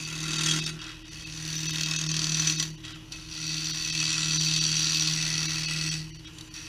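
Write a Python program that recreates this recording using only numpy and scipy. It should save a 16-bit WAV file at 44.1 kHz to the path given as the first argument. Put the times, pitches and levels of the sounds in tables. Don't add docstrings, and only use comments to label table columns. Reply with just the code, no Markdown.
import sys
import numpy as np
from scipy import signal
from scipy.fft import rfft, irfft
from scipy.io import wavfile
from scipy.ndimage import uniform_filter1d

SR = 44100
rng = np.random.default_rng(int(sys.argv[2]) if len(sys.argv) > 2 else 0)


def transcribe(signal):
    frames = np.atleast_2d(signal).T
    limited = np.clip(frames, -1, 1)
    pcm = np.round(limited * 32767).astype(np.int16)
    wavfile.write(sys.argv[1], SR, pcm)


def rack_gain(trim_db):
    fader = np.asarray(trim_db, float)
    return 10 ** (fader / 20)


N = 294588
T = np.arange(N) / SR
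SPINDLE_HZ = 39.22

# [t/s, edge pressure/dB, bed load re pressure/dB, grain unevenness/dB]
PASS_ONE = [
    (0.0, -39, -5, 1),
    (0.17, -38, -0.5, 10),
    (0.48, -27, -4.5, 10),
    (0.59, -30, -7, 0),
    (0.7, -35.5, -2.5, 6.5),
    (0.72, -47, 2, -1),
    (0.76, -48, -5, 13),
]
PASS_TWO = [
    (1.02, -53, -7, 4.3),
    (1.13, -45, -11, 4.1),
    (1.34, -42, 0, 2.9),
    (1.49, -35, -2, 5.5),
    (1.93, -31.5, -3.5, 11.5),
    (2.32, -32, -2.5, 10),
    (2.51, -28, -6, 2.7),
    (2.63, -33, -2.5, 5.5),
    (2.73, -54.5, 2.5, 2.8),
]
PASS_THREE = [
    (3.27, -48.5, -4, 2.9),
    (3.33, -39, -5.5, 4.6),
    (3.52, -34, -7, 4.8),
    (3.85, -32.5, -8, 5.6),
    (4.02, -28, -9.5, 12),
    (4.3, -28.5, -5.5, 4.7),
    (5.02, -28, -8, 8.9),
    (5.93, -32.5, -3.5, 5.4),
    (6.08, -53, 7, 4.6),
]
HOVERS = [
    (3.08, -56.5, 4, -1),
    (6.2, -54, -8, -4.5),
]
# [t/s, hold/s, edge pressure/dB, fading/(dB/s)]
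TOUCHES = [
    (0.798, 0.1, -40.5, 145),
    (2.842, 0.097, -43, 247),
    (3.123, .005, -43, 33),
    (6.255, .02, -44.5, 300),
    (6.55, .005, -41, 33),
]
TOUCH_RISE_S = 0.025
# [t/s, loss/dB]
DIPS = [
    (0.63, -6.5),
    (2.06, -4.5),
    (2.551, -7.5),
]
DIP_S = 0.044
# [t/s, peak level/dB]
CATCHES = [(0.4344, -20), (0.4634, -16), (0.488, -16), (0.662, -17), (0.6924, -20.5), (0.822, -30),
           (1.7563, -34.5), (1.8083, -28), (1.832, -18.5), (2.089, -19), (2.167, -22), (2.24, -23),
           (2.3451, -34), (2.396, -22), (2.4715, -20), (2.497, -20), (2.597, -14), (2.6259, -10.5),
           (2.849, -26), (3.1207, -21.5), (4.5371, -28), (4.562, -22), (5.0225, -28), (5.0735, -14),
           (5.708, -20), (5.9394, -32), (6.3839, -29), (6.409, -26.5), (6.5396, -26), (6.562, -32)]
# [t/s, hard bite angle/turns, soft bite lag/turns, soft bite share/0-1]
GRAIN = [(0, -.03, .45, .5), (.35, .06, .33, .4), (.7, .07, .5, .4), (1.1, -.09, .48, .6),
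         (1.6, -.04, .44, .35), (2.0, -.02, .5, .2), (2.7, .01, .38, .35), (3.3, -.05, .46, .65),
         (4.4, -.03, .48, .5), (6.68, -.03, .47, .45)]
GRIPS = [
    (0, 0),
    (.76, 4),
    (1.08, 1),
    (2.78, 4),
    (3.05, 2),
    (5.15, 3),
    (6.2, 4),
    (6.33, 0),
    (6.5, 3),
]
MODE_HZ = [1110, 1370, 1610, 1935, 2588, 2930, 3330, 3740, 3950, 4284, 4435, 4550, 4700, 4840, 5325, 5570,
           5735, 5965, 6430, 7080, 7810, 8970, 9530, 10400, 10850, 13700]
MODE_WIDTH_HZ = [60, 180, 80, 100, 33, 120, 150, 95, 85, 48, 70, 80, 120, 75, 80, 70, 95, 95, 170, 190, 190,
                 170, 160, 180, 220, 600]
MODES_DB = [(-13, -13, -20, -34, -24), (-11.5, -10.5, -14.5, -12, -14.5), (-35, -14.5, -49, -44, -26),
            (-5.5, -4.5, -10.5, -0.5, -13), (9, 11.5, 7.5, 8, 6), (-4, -3, -3, -4, 6),
            (-3.5, -2, -5, -6, 7.5), (-4.5, -1.5, -6, -26, 6), (-1.5, -9.5, -5, -15, 2),
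            (-22, -2.5, 3.5, -15, -30), (-20, -3.5, -3.5, 1.5, -10), (-1, 3.5, 7.5, 6, -10),
            (-15, -3, -8, -1, -1.5), (-8, -40, -6, -27, -38),
            (-6.5, -2, -4.5, -2, -11), (-22, -11, -23, -12, -18), (-19, -1.5, 4, 5.5, -49),
                 (-1.5, 5.5, 0.5, 2, -27), (-4, -3.5, -15, -9, -22), (-4, -8.5, -8, -11, -5),
                 (-34, -20, -15, -7.5, -9), (-2, -15, -15.5, -13.5, -21), (-30, -39, -48, -19, -28),
                 (-42, -45, -41, -23, -45), (-34, -25.5, -24, -24, -26), (-24, -28, -27, -26, -29)]
# [f/Hz, density/(dB/Hz)]
SHAVING = [(240, -57), (400, -29.5), (831, -27.5), (1700, -13), (1890, -3.5), (2140, -13.5), (2530, -11.5),
           (3380, -8.5), (4450, -10.5), (5100, -12), (5940, -10), (8430, -56), (9240, -10.5), (13700, -37),
           (15300, -65)]
# [level/dB in rasp, singing, scrape, fizz]
TEARING_DB = [3, -5, -1, 0]
FIZZ_DB = [-13, -17.5, -19, -18.5, -28]
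RASP_DB = [-10, -11.5, -14.5, -10, -9.5]
SING_DB = [-6, -6, -8.5, -6.5, -7]
FIZZ_GIVE, RASP_GIVE, SING_GIVE, OCTAVE_GIVE = 0.32, 0.15, 0.13, 0.14
FIRM_DB, MAX_EASED_DB = -30, 15.5
OCTAVE_DB = [-12, -14.5, -17.5, -19, -12.5]
SHAKE_DB = [6, 0, -3.5, -4, 7]
# [spindle multiple, level re drone/dB]
SHAKE = [(5, -26), (6, -27.5), (7, -35), (9, -22.5), (10, -30.5), (13, -35), (17, -34.5), (21, -37)]
BED_LAG_S, BED_SMOOTH_S = 0.069, 0.036
BED_IDLE_DB, OCTAVE_IDLE_DB = -59, -61.5
# [f/Hz, level/dB]
HUM = [(39.22, -54.5), (78.44, -68), (117.3, -55.5), (156.88, -76), (313.76, -57)]
# [f/Hz, density/(dB/Hz)]
IDLE = [(35, -45), (60, 18), (334, -8.5), (430, -1), (638, -15), (863, -4), (1010, -1), (1170, -6),
        (2130, -7.5), (2950, 6.5), (3890, -19), (6050, -5), (7980, -22), (9610, -14.5), (15300, -26)]
IDLE_DB = -46.5
# [f/Hz, gain/dB]
MIC = [(8, -10), (18, 0), (8200, 0), (8430, -8), (8700, 0), (11900, 0), (12400, 3), (13900, 0), (14300, -5),
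       (15250, -3), (15500, -22)]
FRAME_S = 1024 / 48000
BADLY_THINNED = [28, 30, 48, 51, 58, 78, 80, 92, 97, 120, 129, 137, 174, 183, 205, 215, 256, 265, 276, 286, 287,
                 289, 293, 304]
SLIGHTLY_THINNED = [2, 17, 33, 37, 73, 86, 99, 127]
# [gain/dB when badly, slightly thinned]
LEAK_DB = [-17, -7]


def gouge():
    level_db, held = contact()[0], grip()
    rasp_db = colour(RASP_DB, RASP_GIVE, level_db)
    sing_db = colour(SING_DB, SING_GIVE, level_db) - 0.5
    fizz_db = colour(FIZZ_DB, FIZZ_GIVE, level_db)
    pressure = bites()
    soft = pressure ** .4 * rack_gain(.6 * level_db)
    layers = [  # drive, low/Hz, high/Hz, level/dB, repeating share, tearing/dB
        (soft, 450, 2200, rasp_db, .55, TEARING_DB[0]),
        (soft, 2200, 2800, sing_db, .12, TEARING_DB[1]),
        (pressure, 2800, 8400, 0, .15, TEARING_DB[2]),
        (pressure, 8400, 17000, fizz_db, .1, TEARING_DB[3])]
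    hz, width = np.array(MODE_HZ), np.array(MODE_WIDTH_HZ)
    gain = rack_gain(np.array(MODES_DB))
    sound = np.zeros(N)
    for drive, lo, hi, db, repeat, tearing_db in layers:
        force = drive * chips(0.94, repeat)
        inside = np.flatnonzero((hz > lo) & (hz < hi))
        total = np.sqrt(np.pi * width[inside] / SR @ gain[inside] ** 2)
        modes = np.zeros(N)
        for k in inside:
            feed = (gain[k] / total)[held] * rack_gain(2.1 * wander(60) + 2.5 * wander(4.05))
            modes += ring(feed * force, hz[k], width[k])
        band = signal.butter(3, [lo, hi], "band", fs=SR, output="sos")
        tearing = evened(signal.sosfilt(band, coloured(force, SHAVING)))
        tearing *= np.sqrt(np.mean(force ** 2))
        sound += rack_gain(db - 5.0) * signal.sosfilt(band, modes + rack_gain(tearing_db) * tearing)
    return sound


def contact():
    pass_db, load_db, depth_db = curves(sorted(PASS_ONE + PASS_TWO + PASS_THREE + HOVERS))
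    level_db = pass_db.copy()
    for s, db in DIPS:
        level_db += db * np.clip(1 - abs(T - s) / DIP_S, 0, 1)
    for s, hold_s, db, fading in TOUCHES:
        rise_db = 20 * np.minimum(T - s, 0) / TOUCH_RISE_S
        fade_db = fading * np.maximum(T - s - hold_s, 0)
        level_db = np.maximum(level_db, db + rise_db - fade_db)
    return level_db, pass_db + load_db, depth_db


def bites():
    angle, lag, share = curves(GRAIN)
    level_db, _, depth_db = contact()
    turns = SPINDLE_HZ * T - angle + 1.071
    strength = rack_gain(0.85 * rng.standard_normal((int(SPINDLE_HZ * N / SR) + 3, 2)))
    pressure = rack_gain(-np.clip(depth_db, -10, 20))
    hard_and_soft = [(turns, 1), (turns - lag, np.clip(1.3 * share, 0, 1))]
    for k, (at, size) in enumerate(hard_and_soft):
        u = at % 1 / 0.076
        pressure += size * u * np.exp(1 - u) * strength[at.astype(int), k]
    pressure *= rack_gain(level_db) / np.sqrt(uniform_filter1d(pressure ** 2, 2250))
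    u = np.arange(900) / SR / .0016
    for s, db in CATCHES:
        pressure[int(s * SR):][:900] += rack_gain(db - 12) * u * np.exp(1 - u)
    return pressure


def chips(spread_db, repeat):
    turn = round(SR / SPINDLE_HZ)
    fresh = rng.standard_normal((N // turn + 1, turn))
    ridges = signal.lfilter([1], [1, -.88], fresh, axis=0).ravel()[:N]
    tear = np.sqrt(repeat) * evened(ridges) + np.sqrt(1 - repeat) * rng.standard_normal(N)
    click_db = spread_db * np.minimum(rng.exponential(1, N), 4)
    return evened(tear * rack_gain(click_db + 1.3 * wander(300)))


def grip():
    start, number = np.transpose(GRIPS)
    return number.astype(int)[np.searchsorted(start, T, "right") - 1]


def colour(firm_db, give, level_db):
    eased_db = np.minimum(FIRM_DB - level_db, MAX_EASED_DB)
    return uniform_filter1d(np.array(firm_db, float)[grip()], size=4000) + give * eased_db


def spindle_tone(multiple, wobble_db):
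    phase = 2 * np.pi * (multiple * SPINDLE_HZ * T + rng.random())
    return rack_gain(wobble_db * wander(9)) * np.sin(phase)


def bed():
    level_db, load_db, _ = contact()
    late = rack_gain(np.interp(T - BED_LAG_S, T, load_db))
    late = uniform_filter1d(late, int(BED_SMOOTH_S * SR))
    drone = np.hypot(late, rack_gain(BED_IDLE_DB))
    octave_db = level_db + colour(OCTAVE_DB, OCTAVE_GIVE, level_db)
    octave = np.hypot(rack_gain(octave_db), rack_gain(OCTAVE_IDLE_DB))
    box = resonance(303.6, 36, 303.6, 36)
    mutter = resonance(155, 15, 156.7, 13.5)
    shake = sum(rack_gain(db) * spindle_tone(k, 1.7) for k, db in SHAKE)
    sound = late * spindle_tone(4, 1.0) + octave * (0.55 * spindle_tone(8, 0.7) + 0.36 * box)
    sound += drone * rack_gain(colour(SHAKE_DB, 0, level_db)) * shake
    sound += rack_gain(BED_IDLE_DB + 1.5) * mutter
    return np.sqrt(2) * sound


def motor():
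    tones = np.zeros(N)
    for hz, db in HUM:
        tones += rack_gain(db + 1.5 * wander(7)) * np.sin(2 * np.pi * (hz * T + rng.random()))
    rumble = rack_gain(-55 + 2.0 * wander(6.7)) * evened(ring(rng.standard_normal(N), 71, 72))
    stand = rack_gain(-60) * resonance(327, 29, 327, 29)
    rush = evened(coloured(rng.standard_normal(N), IDLE)) * rack_gain(IDLE_DB - 6.5 + 1.2 * wander(12))
    return np.sqrt(2) * tones + rumble + stand + rush


def shop(x):
    t = np.arange(9000) / SR
    sparse = rng.choice([-1., 1.], 9000) * (rng.random(9000) < .05)
    taps = sparse * rack_gain(-60 * t / .25) * (t > .004)
    return signal.fftconvolve(x, taps / np.linalg.norm(taps))[:N]


def evened(x):
    return x / np.sqrt(np.mean(x ** 2) + 1e-20)


def curves(rows):
    s, *columns = np.transpose(rows)
    return [np.interp(T, s, c) for c in columns]


def coloured(x, points):
    f, db = np.transpose(points)
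    hz = np.fft.rfftfreq(len(x), 1 / SR)
    gain_db = np.interp(np.log(hz + 1), np.log(f + 1), db)
    return irfft(rfft(x) * rack_gain(gain_db), len(x))


def wander(hz):
    steps = int(N / SR * hz) + 2
    return np.interp(T * hz, np.arange(steps), rng.standard_normal(steps)) * np.sqrt(1.5)


def ring(x, hz, width_hz):
    return signal.lfilter(*signal.iirpeak(hz, hz / max(width_hz, 5), SR), x)


def resonance(hz_1, width_1_hz, hz_2, width_2_hz):
    return evened(ring(ring(rng.standard_normal(N), hz_1, width_1_hz), hz_2, width_2_hz))


def scene():
    tool = gouge()
    return (tool + rack_gain(-13) * shop(tool) + bed() + motor())[None]


def band_limit(x):
    return signal.sosfilt(signal.butter(12, 15430, fs=SR, output="sos"), x)


def record(dry):
    heard = coloured(dry[0], MIC)
    size = 2 * int(FRAME_S * SR)
    window, hz = np.hanning(size) ** .8, np.fft.rfftfreq(size, 1 / SR)
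    leaks_db = np.repeat(LEAK_DB, [len(BADLY_THINNED), len(SLIGHTLY_THINNED)])
    mix = heard.copy()
    for frame, leak_db in zip(BADLY_THINNED + SLIGHTLY_THINNED, leaks_db):
        at = int((frame + .69) * FRAME_S * SR) - size // 2
        lines = rfft(heard[at:at + size] * window) * (hz > 420)
        strong = abs(lines) > np.percentile(abs(lines), 97.5)
        kept = np.where(strong, rack_gain(3.5), rack_gain(leak_db))
        mix[at:at + size] += irfft(lines * (kept - 1), size) * window
    return band_limit(mix[None])


dry = scene()
out = record(dry)
transcribe(out)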